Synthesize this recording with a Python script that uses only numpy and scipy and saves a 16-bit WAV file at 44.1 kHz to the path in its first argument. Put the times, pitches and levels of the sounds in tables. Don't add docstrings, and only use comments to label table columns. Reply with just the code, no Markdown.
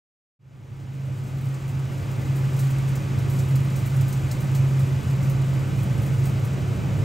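import sys
import numpy as np
from scipy import signal
from scipy.fft import rfft, irfft
from scipy.io import wavfile

SR = 44100
rng = np.random.default_rng(int(sys.argv[2]) if len(sys.argv) > 2 else 0)


def wav_record(signal):
    frames = np.transpose(np.atleast_2d(signal))
    bounded = np.clip(frames, -1, 1)
    quanta = np.round(bounded * 32767).astype(np.int16)
    wavfile.write(sys.argv[1], SR, quanta)


N = 310464
TIME = np.arange(N) / SR
HZ = np.maximum(np.arange(N // 2 + 1) * SR / N, 1)


def flames():
    # time in seconds, relative level in dB.
    blaze = [(0.4, 0.5), (1.3, 1), (1.7, -2), (2.05, 1), (2.7, -2), (3.3, 1), (3.9, -1.4), (4.6, 0.2),
             (5.1, 0.5), (5.75, 1.5), (6.4, 2), (7.04, 3.5)]
    # frequency in Hz, width in Hz, lift in dB.
    drum_modes = [(60.7, 5.2, 7), (88, 5, 5), (106, 14.7, 9.5), (128, 52, 4), (183.8, 23.7, 9.5),
                  (230.6, 10.4, 5), (307, 18, 3.5), (370, 13.4, 6), (455.7, 7.6, 8), (565, 11, 3)]
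    # frequency in Hz, relative level in dB.
    roar_spectrum = [(12, -38), (24, -21), (34, -22), (48, -10), (75, -4.5), (105, -0.5), (152, 1),
                     (170, -9), (220, -14), (400, -35)]
    flutter_spectrum = [(120, -14.5), (200, -4), (300, -1.5), (420, -7.5), (600, -8), (850, -15.5),
                        (1500, -43)]
    rush_spectrum = [(400, -14), (800, -1), (1100, 0.5), (1700, -3.5), (2500, -4.5), (3200, -9.5),
                     (4200, -14.5), (7000, -16), (9000, -21), (15000, -24.5)]
    # time of its peak in seconds, half-length in seconds, lift in dB.
    flame_flap = (1.1, 0.018, 5.3)
    flap_at, flap_s, flap_db = flame_flap
    flap = from_db(flap_db * np.exp(-((TIME - flap_at) / flap_s) ** 2))
    drum = from_db(sum(db * resonance(hz, width) for hz, width, db in drum_modes))
    fire_db = in_time(blaze)
    throb_db = 0.7 * drift(per_s=9)
    roar = from_db(-27 + 0.73 * fire_db + throb_db) * turbulence(over_hz(roar_spectrum) * drum)
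    flutter = from_db(-37.5 + 0.82 * fire_db) * flap * turbulence(over_hz(flutter_spectrum) * drum)
    rush = from_db(-42) * turbulence(over_hz(rush_spectrum) * reflections(ripple_db=2, spacing_hz=14))
    return roar * from_db([[-.7], [.5]]) + flutter + rush


def sizzle(frying_db, spurts_per_s, spurt_db, spurt_decay_s):
    # frequency in Hz, relative level in dB.
    spectrum = [(2500, -16), (4600, -3), (5600, -7), (7000, 1), (9800, -2), (11500, -1.5), (13000, -8),
                (15500, -6)]
    droplets = (rng.random(N) < spurts_per_s / SR) * rng.random(N) ** 2
    spurts = signal.lfilter([1], [1, -np.exp(-2 / (spurt_decay_s * SR))], droplets + 1e-18)
    swell = rms_one(np.sqrt(1 + from_db(spurt_db) ** 2 * spurts))
    colour = over_hz(spectrum) * reflections(ripple_db=-2, spacing_hz=47.8)
    return from_db(frying_db + 8.5) * swell * in_stall(bubbles(per_s=11000, spread_db=4.5), colour)


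def drops(small_drops, rise_s, tail_db, tail_s):
    # start in seconds, relative level in dB,
    # relative weight of the pop in dB, decay in seconds.
    big_drops = [(1.411, -45, -17, 0.01), (1.541, -52.5, 6, 0.013), (1.677, -44, -9, 0.023),
                 (1.976, -46, -7, 0.014), (2.113, -46, -7, 0.016), (2.215, -44, -6, 0.003),
                 (2.358, -45, -11, 0.038), (2.563, -48, -4, 0.043), (2.59, -39.5, -7, 0.024),
                 (2.708, -51, -2, 0.013), (2.886, -47, -8, 0.015), (2.954, -41, -6, 0.014),
                 (3.186, -49, -3, 0.02), (3.297, -45, -7, 0.058), (3.388, -44.5, -4, 0.03),
                 (3.484, -43, -17, 0.011), (3.555, -38, -7.5, 0.012), (3.648, -43, -17, 0.004),
                 (3.76, -41.5, -6, 0.019), (3.858, -43, -10, 0.03), (3.963, -45, -7, 0.014),
                 (4.01, -39, -7, 0.0085), (4.08, -41, -13, 0.024), (4.125, -41.5, -2.5, 0.017),
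                 (4.312, -38, -1, 0.014), (4.404, -42, -14, 0.018), (4.548, -40, -3.5, 0.026),
                 (4.792, -46.5, -5, 0.03), (5.227, -48, -4, 0.038), (5.296, -45, -10, 0.024),
                 (5.826, -45.5, -16, 0.018), (6.017, -46, -10, 0.031), (6.061, -48, -5, 0.012),
                 (6.237, -47, -4, 0.02), (6.254, -41.5, -9, 0.022), (6.447, -44, -14, 0.018)]
    # frequency in Hz, relative level in dB.
    spit_spectrum = [(2000, 2.5), (4500, -28.5), (7500, -2.5), (10000, 4.5), (11800, 3.5), (13500, 2),
                     (15500, 3)]
    pop_spectrum = [(1500, -26), (3200, -13), (3900, 2.5), (5000, 1.5), (7500, 5.5), (10000, -5),
                    (15000, -22)]
    spit, pop = np.zeros(N), np.zeros(N)
    age = TIME[:SR // 3]
    attack = 1 - np.exp(-age / rise_s)
    tail = from_db(tail_db) * np.exp(-age / tail_s)
    for start_s, db, pop_db, decay_s in big_drops + small_drops:
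        at = int(start_s * SR)
        burst = (from_db(db) * attack * (np.exp(-age / decay_s) + tail))[:N - at]
        spit[at:at + len(burst)] += burst
        pop[at:at + len(burst)] += burst * from_db(pop_db)
    colour = over_hz(spit_spectrum) * reflections(ripple_db=3, spacing_hz=112.9)
    steam = in_stall(bubbles(per_s=9200, spread_db=1.5), colour)
    return from_db(0.1) * spit * steam + from_db(1.6) * pop * turbulence(over_hz(pop_spectrum))


def drips(frying_db, per_s, pop_db, decay_s):
    falls = np.flatnonzero(rng.random(N) < per_s / SR)
    db = frying_db + 11 - 1.5 * rng.standard_normal(N)
    return [(at / SR, db[at], pop_db, decay_s) for at in falls]


def bubbles(per_s, spread_db):
    sizes = from_db(spread_db * np.minimum(rng.exponential(1, N), 4)) * rng.choice([-1, 1], N)
    return sizes * (rng.random(N) < per_s / SR)


def fan(drone_hz, sag_hz_per_s):
    # time in seconds, relative level in dB.
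    drone_levels = [(0.4, -21), (0.56, -27), (1.0, -22), (1.88, -23.5), (1.97, -29), (2.3, -23),
                    (2.87, -20.5), (3.04, -28.5), (3.2, -21.5), (3.38, -27.5), (3.54, -19.5), (3.84, -29.5),
                    (3.97, -20), (4.34, -25), (4.6, -20), (4.95, -20.5), (5.04, -30.5), (5.11, -19),
                    (5.5, -22.5), (6.1, -26.5), (6.2, -20.5), (6.38, -26), (7.04, -30.5)]
    # frequency in Hz, width in Hz, relative level in dB.
    tones = [(279, 12, -7), (312.2, 4.9, -4), (377.4, 6.3, -3), (546, 4.3, -4.5), (2546, 7, -14.5),
             (2640, 18, -22.5), (6240, 20, -19)]
    drone_db = in_time(drone_levels) + 1.32 * drift(per_s=9.5)
    pitch_hz = drone_hz - sag_hz_per_s * TIME
    drone = from_db(drone_db) * np.sqrt(2) * np.sin(2 * np.pi * np.cumsum(pitch_hz) / SR)
    whine_colour = sum(from_db(db) * rms_one(resonance(hz, width)) for hz, width, db in tones)
    whines = from_db(-50) * turbulence(whine_colour)
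    return (drone + whines) * from_db([[-.8], [.3]])


def in_stall(source, colour):
    # frequency in Hz, side against mid in dB.
    width = [(25, -13), (60, -15), (105, -18), (150, -8.5), (230, -9.5), (285, -15), (420, -7.5),
             (545, -7.5), (680, -3.5), (1500, -3.5), (2400, -17.5), (3500, -8.5), (4100, -22), (4800, -59)]
    side = over_hz(width)
    diffuse = side * rfft(rng.standard_normal(N)) * np.array([[1], [-1]])
    return rms_one(irfft(colour * (rfft(rms_one(source)) + diffuse) / np.sqrt(1 + side ** 2), N))


def reflections(ripple_db, spacing_hz):
    ripple = rng.standard_normal(SR)
    return from_db(ripple_db * np.interp(HZ / spacing_hz, np.arange(SR), ripple))


def turbulence(colour):
    return in_stall(rng.standard_normal(N), colour)


def resonance(hz, width_hz):
    return 1 / (1 + (2 * (HZ - hz) / width_hz) ** 2)


def drift(per_s):
    return rms_one(irfft(rfft(rng.standard_normal(N)) / (1 + (HZ / per_s) ** 4), N))


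def over_hz(points):
    hz, db = np.transpose(points)
    return from_db(np.interp(np.log(HZ), np.log(hz), db)) * np.minimum(hz[-1] / HZ, 1) ** 2


def in_time(points):
    return np.interp(TIME, *np.transpose(points))


def from_db(db):
    return 10 ** (np.asarray(db) / 20)


def rms_one(x):
    return x / np.sqrt(np.mean(x ** 2) + 1e-20)


def scene():
    # time in seconds, relative level in dB.
    frying = [(0.5, -69), (1.25, -61), (1.85, -64.5), (2.7, -60), (3.08, -65), (3.8, -60.5), (4.9, -61.5),
              (5.6, -63.5), (6.05, -60.5), (6.6, -66), (7.04, -65.5)]
    frying_db = in_time(frying)
    fire = flames()
    drone = fan(drone_hz=134.6, sag_hz_per_s=0.0793)
    fat = sizzle(frying_db, spurts_per_s=30, spurt_db=7, spurt_decay_s=0.016)
    small_drops = drips(frying_db, per_s=4, pop_db=-9, decay_s=0.012)
    spits = drops(small_drops, rise_s=0.00072, tail_db=-17, tail_s=0.036)
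    return fire + fat + spits + drone


def record(dry):
    # frequency in Hz, lead of the left in radians.
    channel_phase = [(0, 0.0), (1550, -0.9), (3200, 0.6), (4100, 0.1), (8650, -0.1), (9100, -1.6),
                     (10000, -3.1), (10350, -3.2), (11750, -6.1), (12300, -6.3), (13650, -9.4),
                     (13950, -9.5), (15250, -12.4)]
    start_s, fade_s, cutoff_hz = 0.39, 2.23, 15720
    fade = np.clip((TIME - start_s) / fade_s, 0, 1) ** 0.85
    lead = np.interp(HZ, *np.transpose(channel_phase))
    channels = irfft(rfft(dry) * np.exp(.5j * lead * np.array([[1], [-1]])), N)
    lowpass = signal.ellip(12, .1, 80, cutoff_hz, fs=SR, output="sos")
    return signal.sosfilt(lowpass, channels * fade)


dry = scene()
out = record(dry)
wav_record(out)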